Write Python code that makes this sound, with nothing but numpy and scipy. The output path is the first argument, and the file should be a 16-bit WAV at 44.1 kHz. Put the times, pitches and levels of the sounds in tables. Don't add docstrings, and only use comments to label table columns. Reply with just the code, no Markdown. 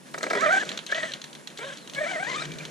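import sys
import numpy as np
from scipy import signal
from scipy.fft import rfft, irfft
from scipy.io import wavfile
from scipy.ndimage import uniform_filter1d

SR = 44100
rng = np.random.default_rng(int(sys.argv[2]) if len(sys.argv) > 2 else 0)


def waveform_to_disk(signal):
    frames = np.transpose(np.atleast_2d(signal))
    scaled = np.clip(frames, -1, 1) * 32767
    samples = np.round(scaled).astype(np.int16)
    wavfile.write(sys.argv[1], SR, samples)


N = 119070
T = np.arange(N) / SR
DIFFUSE, TREBLE_DIFFUSE = 0.31, 0.53


def undb(db):
    return 10 ** (np.asarray(db) / 20)


def unit(x):
    return x / np.sqrt(np.mean(x ** 2))


def curve(rows, axis=1):
    rows = np.array(rows)
    return np.interp(T, rows[:, 0], rows[:, axis])


def response(points, hz):
    f, db = np.array(points).T
    return undb(np.interp(np.log(hz + 1), np.log(f + 1), db))


def colour(x, points, turn=1):
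    hz = np.arange(N + 1) * SR / (2 * N)
    spectrum = rfft(x, 2 * N) * response(points, hz)
    return irfft(turn * spectrum)[..., :N]


def noise(points):
    return unit(colour(rng.standard_normal(N), points))


def walk(rate):
    k = int(SR / rate)
    steps = np.repeat(rng.standard_normal(N // k + 1), k)
    return unit(uniform_filter1d(steps, k)[:N])


def place(x, pan_db=0):
    # frequency in Hz, side signal against middle signal in dB.
    port_response = [(50, -34), (150, -7), (380, -21), (700, -3), (1290, 2.5), (2380, -5.5), (4400, -32),
                     (8000, 3.5), (15000, -22)]
    side = colour(x, port_response, 1j)
    return np.array([(x + side) * undb(pan_db / 2), (x - side) * undb(-pan_db / 2)])


def wide(points, spread):
    return place(noise(points)) + spread * np.array([noise(points), noise(points)])


def gate(start, end, edge_s=0.002):
    return np.clip(np.minimum(T - start, end - T) / edge_s + .5, 0, 1)


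def strike(start, rise_s, decay_s):
    age = T - start
    return np.clip(age / rise_s, 0, 1) * np.exp(-np.maximum(age - rise_s, 0) / decay_s)


def garden():
    # frequency in Hz, relative level in dB.
    air_colour = [(76, -27), (130, 6), (271, 5.5), (637, -7.5), (777, -6.5), (948, -0.5), (1380, -15),
                  (1500, -18), (4380, -12.5), (4740, -18), (5130, -13.5), (7190, -15), (9130, -14),
                  (10700, -23.5), (15000, -26.5)]
    # time in seconds, level in dB before its flutter.
    rumble_level = [(0, -58), (1.0, -58.5), (2.0, -53.5), (2.35, -49), (2.48, -43.5), (2.58, -43.5),
                    (2.7, -50.5)]
    # frequency in Hz, relative level in dB.
    rumble_colour = [(30, -1.5), (70, -2), (150, 6), (220, -6.5), (400, -7), (1500, -57.5)]
    air = wide(air_colour, 2.47) * undb(-58 + 2.05 * walk(13))
    hiss_hz, width_hz, hiss_db = 10480, 228, -67
    band = [(hiss_hz - 3 * width_hz, -60), (hiss_hz - width_hz, -3), (hiss_hz, 0),
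            (hiss_hz + width_hz, -3), (hiss_hz + 3 * width_hz, -60)]
    hiss = wide(band, 1.0) * undb(hiss_db)
    rumble = wide(rumble_colour, 0.9) * undb(curve(rumble_level) + 2 * walk(20))
    return air + hiss + rumble


def tyres():
    # time in seconds, relative level in dB.
    roll_level = [(0, -53.5), (.13, -50.5), (.25, -40.5), (.45, -34), (.62, -37.5), (.72, -38), (.83, -46),
                  (.95, -46), (1.15, -45.5), (1.42, -51), (1.65, -48), (1.88, -50.5), (2.1, -42.5),
                  (2.4, -37.5), (2.55, -44.5), (2.7, -43.5)]
    # frequency in Hz, relative level in dB.
    grass_colour = [(100, -9.5), (180, 4), (350, 1), (600, 2.5), (900, -12.5), (1600, -2), (2400, -6.5),
                    (3500, -9.5), (5000, -13.5), (7000, -12), (11000, -39), (15000, -70)]
    grain_db = 1.5
    level_db = curve(roll_level) - 3 + grain_db * walk(700) + 2 * walk(35.06)
    return wide(grass_colour, TREBLE_DIFFUSE) * undb(level_db)


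def controller():
    # start in seconds, end in seconds, relative level in dB.
    whistle_times = [(.138, 0.292, -3.5), (0.312, 0.641, -3), (0.885, 1.127, -6.5), (1.565, 1.756, -7.5),
                     (1.94, 2.238, -4), (2.36, 2.453, 0)]
    whistle_hz, wander_rad, whistle_db = 8050, .45, -49
    level = sum(gate(start, end) * undb(db) for start, end, db in whistle_times)
    flutter = undb(whistle_db + 2 * walk(40.74))
    whistle = np.sin(2 * np.pi * whistle_hz * T + wander_rad * walk(120))
    return place(level * flutter * whistle)


def clacks():
    # start in seconds, relative level in dB, left against right in dB,
    # treble against middle in dB.
    clack_rows = [(0.139, -33.5, -2, -6), (0.183, -36.5, -1, 23), (0.2133, -58, 1, -2),
                  (0.2293, -20, -1, -1.5), (0.3007, -23.5, -1, -4), (0.3289, -37, 5, 11),
                  (0.4076, -31, -5, 13), (0.526, -27.5, -1.5, 5), (0.5993, -31, -6, 1),
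                  (0.65, -34.5, -3, 9), (0.6904, -20.5, -2.5, -7.5), (0.716, -29, -1.0, -15),
                  (0.7742, -21.5, 0, -5.5), (0.789, -35, -7, -23.5), (0.864, -23.5, 0, -3),
                  (0.9156, -23.5, -1, -7), (0.946, -25.5, -3, -12), (1.0304, -35, -2, -19),
                  (1.118, -27, 0.0, -11), (1.1357, -23, -1, -7.5), (1.216, -28.5, 0, -6.5),
                  (1.24, -26.5, 0, -8), (1.3289, -34, -2, -8), (1.35, -32, 0, -9), (1.473, -25, -0.5, -4.5),
                  (1.5013, -41, 2, -11), (1.5739, -29, -1, -4.5), (1.5848, -31.5, 0, -2),
                  (1.772, -33.5, -1, 0), (1.781, -40, 0, -5), (1.8742, -31, 0, -5), (1.8968, -30.5, 0, -5),
                  (1.935, -31, 0, -4), (1.9474, -26, -1, -5.5), (2.2374, -34.5, 0.0, 8),
                  (2.4528, -34, -5, 3), (2.5178, -30, 0, -4), (2.536, -37, -1.0, 2), (2.585, -28, 1, -4.5),
                  (2.6515, -26.5, 1, -6)]
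    # frequency in Hz, relative level in dB.
    shell_colour = [(200, -37.5), (600, -24), (1000, -18.5), (1600, -11), (2600, -9.5), (3200, -1),
                    (3550, 3), (3800, -0.5), (4100, 6.5), (4900, -9), (6400, 0.5), (8000, -12),
                    (11000, -25.5), (13300, -20), (16000, -47)]
    clack_db, rise_s, decay_s = -7, 0.0011, 0.0028
    rattle_rise_s, rattle_decay_s, rattle_db = 0.0027, 0.03, -18
    bounce_s, bounce_db = 0.0042, -15.5
    dull, bright = 0, 0
    for start, db, pan_db, treble_db in clack_rows:
        again = start + bounce_s * (.5 + rng.random())
        snap = strike(start, rise_s, decay_s)
        bounce = undb(bounce_db) * strike(again, rise_s, decay_s)
        rattle = undb(rattle_db) * strike(start, rattle_rise_s, rattle_decay_s)
        pan = np.array([[pan_db], [-pan_db]]) / 2
        loudness = (snap + bounce + rattle) * undb(db + clack_db + pan)
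        dull = dull + loudness * undb(-treble_db / 2)
        bright = bright + loudness * undb(treble_db / 2)
    buzz = wide(shell_colour, TREBLE_DIFFUSE)
    middle = colour(buzz, [(3000, 5.5), (5500, -17.5), (9000, -50)])
    return dull * middle + bright * (buzz - middle)


def jerks():
    # start in seconds, relative level in dB.
    jerk_rows = [(0.142, -25.5), (.177, -31), (0.206, -33.5), (0.229, -24.5), (0.237, -25), (0.264, -25),
                 (.301, -27.5), (0.307, -21), (0.331, -21), (0.35, -20.5), (0.369, -25), (0.623, -27.5),
                 (0.922, -27.5), (1.588, -37), (1.956, -40), (2.418, -29)]
    # frequency in Hz, relative level in dB.
    jerk_colour = [(120, -32), (300, -15), (600, 5), (900, -7), (1300, 1.5), (1900, 3.5), (2300, -0.5),
                   (2700, -19.5), (5000, -11), (12000, -37)]
    # frequency in Hz, relative level in dB.
    thud_colour = [(100, -26), (250, 2.5), (400, 7), (600, 8), (900, -8), (3000, -56)]
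    cog_hz, wobble = 320, .025
    rise_s, crunch_decay_s, thud_decay_s = 0.0032, 0.0056, 0.023
    buzz_db, grit_db, thud_db = -4.5, -4, -13
    phase = 2 * np.pi * np.cumsum(cog_hz * (1 + wobble * walk(150))) / SR
    harmonics = sum(np.sin(k * phase + 2 * np.pi * rng.random()) for k in range(1, 9))
    buzz = place(unit(colour(harmonics, jerk_colour)))
    teeth = undb(buzz_db) * buzz + undb(grit_db) * wide(jerk_colour, DIFFUSE)
    crunch = sum(undb(db) * strike(start, rise_s, crunch_decay_s) for start, db in jerk_rows)
    thud = sum(undb(db + thud_db) * strike(start, rise_s, thud_decay_s) for start, db in jerk_rows)
    return crunch * teeth + thud * wide(thud_colour, DIFFUSE)


def drive():
    # time in seconds, motor pitch in Hz before its wobble.
    speed_tables = [
        [(.36, 470.4), (.385, 487.4), (.41, 540.3), (.423, 633.5), (.444, 672), (.475, 602), (.497, 634.6),
         (.523, 787), (.57, 756.7), (.59, 773), (.613, 885), (.638, 754)],
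        [(.89, 538.4), (.925, 550.8), (.94, 641), (.955, 616.6), (.978, 656.4), (1.015, 610), (1.04, 642),
         (1.063, 661), (1.125, 552)],
        [(1.595, 419.8), (1.61, 453.6), (1.635, 495.5), (1.652, 545.4), (1.68, 555.7), (1.708, 509),
         (1.735, 582)],
        [(1.94, 539.7), (1.995, 566.5), (2.025, 626), (2.052, 572.5), (2.085, 767), (2.11, 767.2),
         (2.15, 685.7), (2.178, 605.3), (2.215, 763), (2.25, 814), (2.275, 937.4), (2.305, 1064),
         (2.332, 983.4), (2.37, 1221), (2.395, 1185), (2.418, 1415), (2.433, 1148)],
    ]
    # time in seconds, relative level in dB, left against right in dB,
    # relative level of the gear hiss in dB, lift of the first harmonic in dB.
    effort_tables = [
        [(0.345, -27, -13, -45, 0), (0.38, -27.5, -3, -37, -10), (0.415, -27.5, -8, -42, -19),
         (0.421, -22, -6, -47, -7), (0.471, -18.5, -3.5, -42.5, 2.5), (0.583, -19.5, 0.5, -32, 9),
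         (0.591, -30.5, 0, -33, 3), (0.635, -28.5, 4, -38, 6.5), (0.647, -45, 4, -50, 0),
         (0.66, -49, 1.0, -54, 0)],
        [(0.87, -50, -1, -43, -12), (0.905, -37, 2, -39, -15), (0.919, -37, 7, -33, -6),
         (0.925, -22, 1, -45, -14), (0.937, -34, 1, -37.5, 4), (0.983, -26, 0.5, -35.5, -1.5),
         (1.009, -35.5, 4, -39, -7), (1.037, -27, -1.5, -36.5, 2.5), (1.093, -41, 5, -41, -5),
         (1.143, -42, -7, -52, 30), (1.15, -56, 1.5, -48, 0)],
        [(1.575, -65.5, 1.5, -55, -5.5), (1.593, -36, 8, -41, -4), (1.605, -41, 4, -44, 7),
         (1.631, -33.5, -1, -44, 3.5), (1.715, -39.5, 2, -40, -3.5), (1.751, -43, -2, -44.5, 3),
         (1.82, -68, 0, -52, 0)],
        [(1.945, -44, -7, -36, 29), (1.961, -30.5, 3.5, -46, 5.5), (2.031, -24.5, -1, -43, 2.5),
         (2.051, -28.5, 3, -38, -1.5), (2.129, -31.5, 4.5, -41, -1), (2.169, -28, -1.5, -47, 9),
         (2.257, -34.5, 8, -43.5, 2), (2.325, -30.5, 5.5, -34, 7.5), (2.42, -35, 6, -40, -0.5),
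         (2.459, -31.5, 16, -33, 2.5), (2.47, -49, 3, -63, 0)],
    ]
    # motor harmonics 1 to 4, gear rasp, shaft tones, all relative levels in dB.
    timbre_rows = [(-0.52, 9.5, -4.5, -3, -8.5, -14.5), (1, 3.5, 8, 4.5, -4, -13),
                   (0, 2.5, -6.5, -14.5, -6.5, -19), (0.6, 0, -0.5, 3.5, -9, -19)]
    # frequency in Hz, relative level in dB.
    body_colour = [(120, -11), (250, -9), (400, 1), (480, -10), (610, 9), (690, 1), (765, -3.5),
                   (850, -11.5), (1030, -10), (1150, -10.5), (1300, -3.5), (1430, -3), (1570, 6.5),
                   (1730, 5.5), (1900, 6), (2100, 2), (2300, 1), (2500, -11.5), (2750, -24), (3100, -9.5),
                   (4300, -16), (8000, -42)]
    # frequency in Hz, relative level in dB.
    gear_colour = [(1500, -1), (2700, 2.5), (3100, 10.5), (4200, 1.5), (5000, -7), (6300, 1.5), (7700, -7),
                   (8700, -18), (11000, -33), (15000, -67)]
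    throb_cycles, throb_db, throb_sag = 16, 2.4, .012
    wobble, slip_rad, flutter_db = .015, .28, 3.4
    chatter_hz, chatter_db = 330.8, 1.8
    scream_from_hz, scream_full_hz, scream_db = 770, 1060, 4.5
    upper_db, mesh_depth = -4, 0.56
    whine_db, hiss_share_db = -3, -2.5
    out = 0
    for speed, effort, timbre in zip(speed_tables, effort_tables, timbre_rows):
        first, second, third, fourth, rasp_db, shaft_db = timbre
        turn = 2 * np.pi * np.cumsum(curve(speed)) / SR / throb_cycles + 0.67 * walk(30)
        hz = curve(speed) * (1 + wobble * walk(170) + throb_sag * np.cos(turn))
        phase = 2 * np.pi * np.cumsum(hz) / SR

        scream = scream_db * np.clip((hz - scream_from_hz) / (scream_full_hz - scream_from_hz), 0, 1)
        harmonics = [first + curve(effort, axis=4), second]
        harmonics += [db + scream for db in [third, fourth] + [upper_db] * 3]
        shafts = [(k + .5, shaft_db) for k in range(1, 5)]
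        tone = 0
        for k, db in list(enumerate(harmonics, 1)) + shafts:
            level = undb(db + flutter_db * walk(80))
            tone = tone + level * np.sin(k * phase + slip_rad * walk(200) + 2 * np.pi * rng.random())
        tone = colour(tone, body_colour)
        tone = tone / np.sqrt(uniform_filter1d(tone ** 2, size=1300) + 1e-12)
        tone = tone * undb(chatter_db * walk(chatter_hz) + throb_db * np.sin(turn))
        tone = tone * gate(speed[0][0], speed[-1][0], 0.0074)

        mesh = (1 + mesh_depth * np.sin(phase / 2)) * undb(throb_db * np.sin(turn) / 2)
        song = place(tone) + undb(rasp_db - 3) * mesh * wide(body_colour, DIFFUSE)
        pan = curve(effort, axis=2) * np.array([[1], [-1]]) / 2
        song = song * undb(curve(effort) - 3.5 + pan)

        whine = 0
        for k in range(7, 22):
            whine = whine + undb(flutter_db * walk(50)) * np.sin(k * phase / 2 + 2 * np.pi * rng.random())
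        gears = undb(whine_db) * place(unit(colour(whine, gear_colour)))
        gears = gears + undb(hiss_share_db) * mesh * wide(gear_colour, TREBLE_DIFFUSE)
        hiss = gears * undb(curve(effort, axis=3) - 4 + 2.2 * walk(150))
        out = out + gate(effort[0][0], effort[-1][0]) * (song + hiss)
    return out


def bumps():
    # start in seconds, pitch in Hz, relative level in dB.
    bump_rows = [(0.359, 400, -23.5), (1.585, 430, -36.5), (1.775, 300, -44.5), (2.435, 291, -42.5),
                 (2.45, 162, -35), (2.502, 158, -32), (2.555, 147, -35), (2.615, 153.6, -41.5)]
    rise_s, decay_s = 0.009, 0.021
    boom = 0
    for start, hz, db in bump_rows:
        ring = np.sin(2 * np.pi * hz * (T - start))
        boom = boom + undb(db) * strike(start, rise_s, decay_s) * ring
    return place(boom)


def bird():
    # start in seconds, end in seconds, first pitch in Hz, last pitch in Hz, relative level in dB.
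    slur_rows = [(1.42, 1.45, 7900, 6600, -56), (1.788, 1.87, 4520, 3680, -51)]
    out = 0
    for start, end, from_hz, to_hz, db in slur_rows:
        hz = curve([(start, from_hz), (end, to_hz)]) * (1 + .006 * walk(400))
        swell = np.sin(np.pi * np.clip((T - start) / (end - start), 0, 1)) ** .5
        whistle = np.sin(2 * np.pi * np.cumsum(hz) / SR)
        out = out + swell * undb(db + 2 * walk(90)) * whistle
    return place(out)


def jingle():
    # time in seconds, relative level in dB.
    jingle_level = [(2.2, -65), (2.25, -43), (2.44, -43.5), (2.48, -55), (2.52, -43.5), (2.56, -63),
                    (2.61, -37), (2.64, -63), (2.7, -49)]
    # frequency in Hz, relative level in dB.
    jingle_colour = [(1800, -50), (2220, -16), (2320, -4), (2420, -9), (2900, -50)]
    shaking = undb(curve(jingle_level) - 4.5 + 3.1 * walk(70))
    return wide(jingle_colour, DIFFUSE) * shaking * gate(jingle_level[0][0], N / SR)


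def scene():
    background = garden() + bird()
    contact = tyres() + clacks() + bumps() + jingle()
    motor = controller() + jerks() + drive()
    return background + contact + motor


def record(dry):
    # frequency in Hz, level in dB.
    bass_cut = [(20, -23), (60, -13.5), (105, -26), (120, -29), (135, -0.5), (200, -0.5)]
    top_hz = 14900
    low_pass = signal.ellip(8, .2, 70, top_hz, fs=SR, output="sos")
    return signal.sosfilt(low_pass, colour(dry, bass_cut))


dry = scene()
out = record(dry)
waveform_to_disk(out)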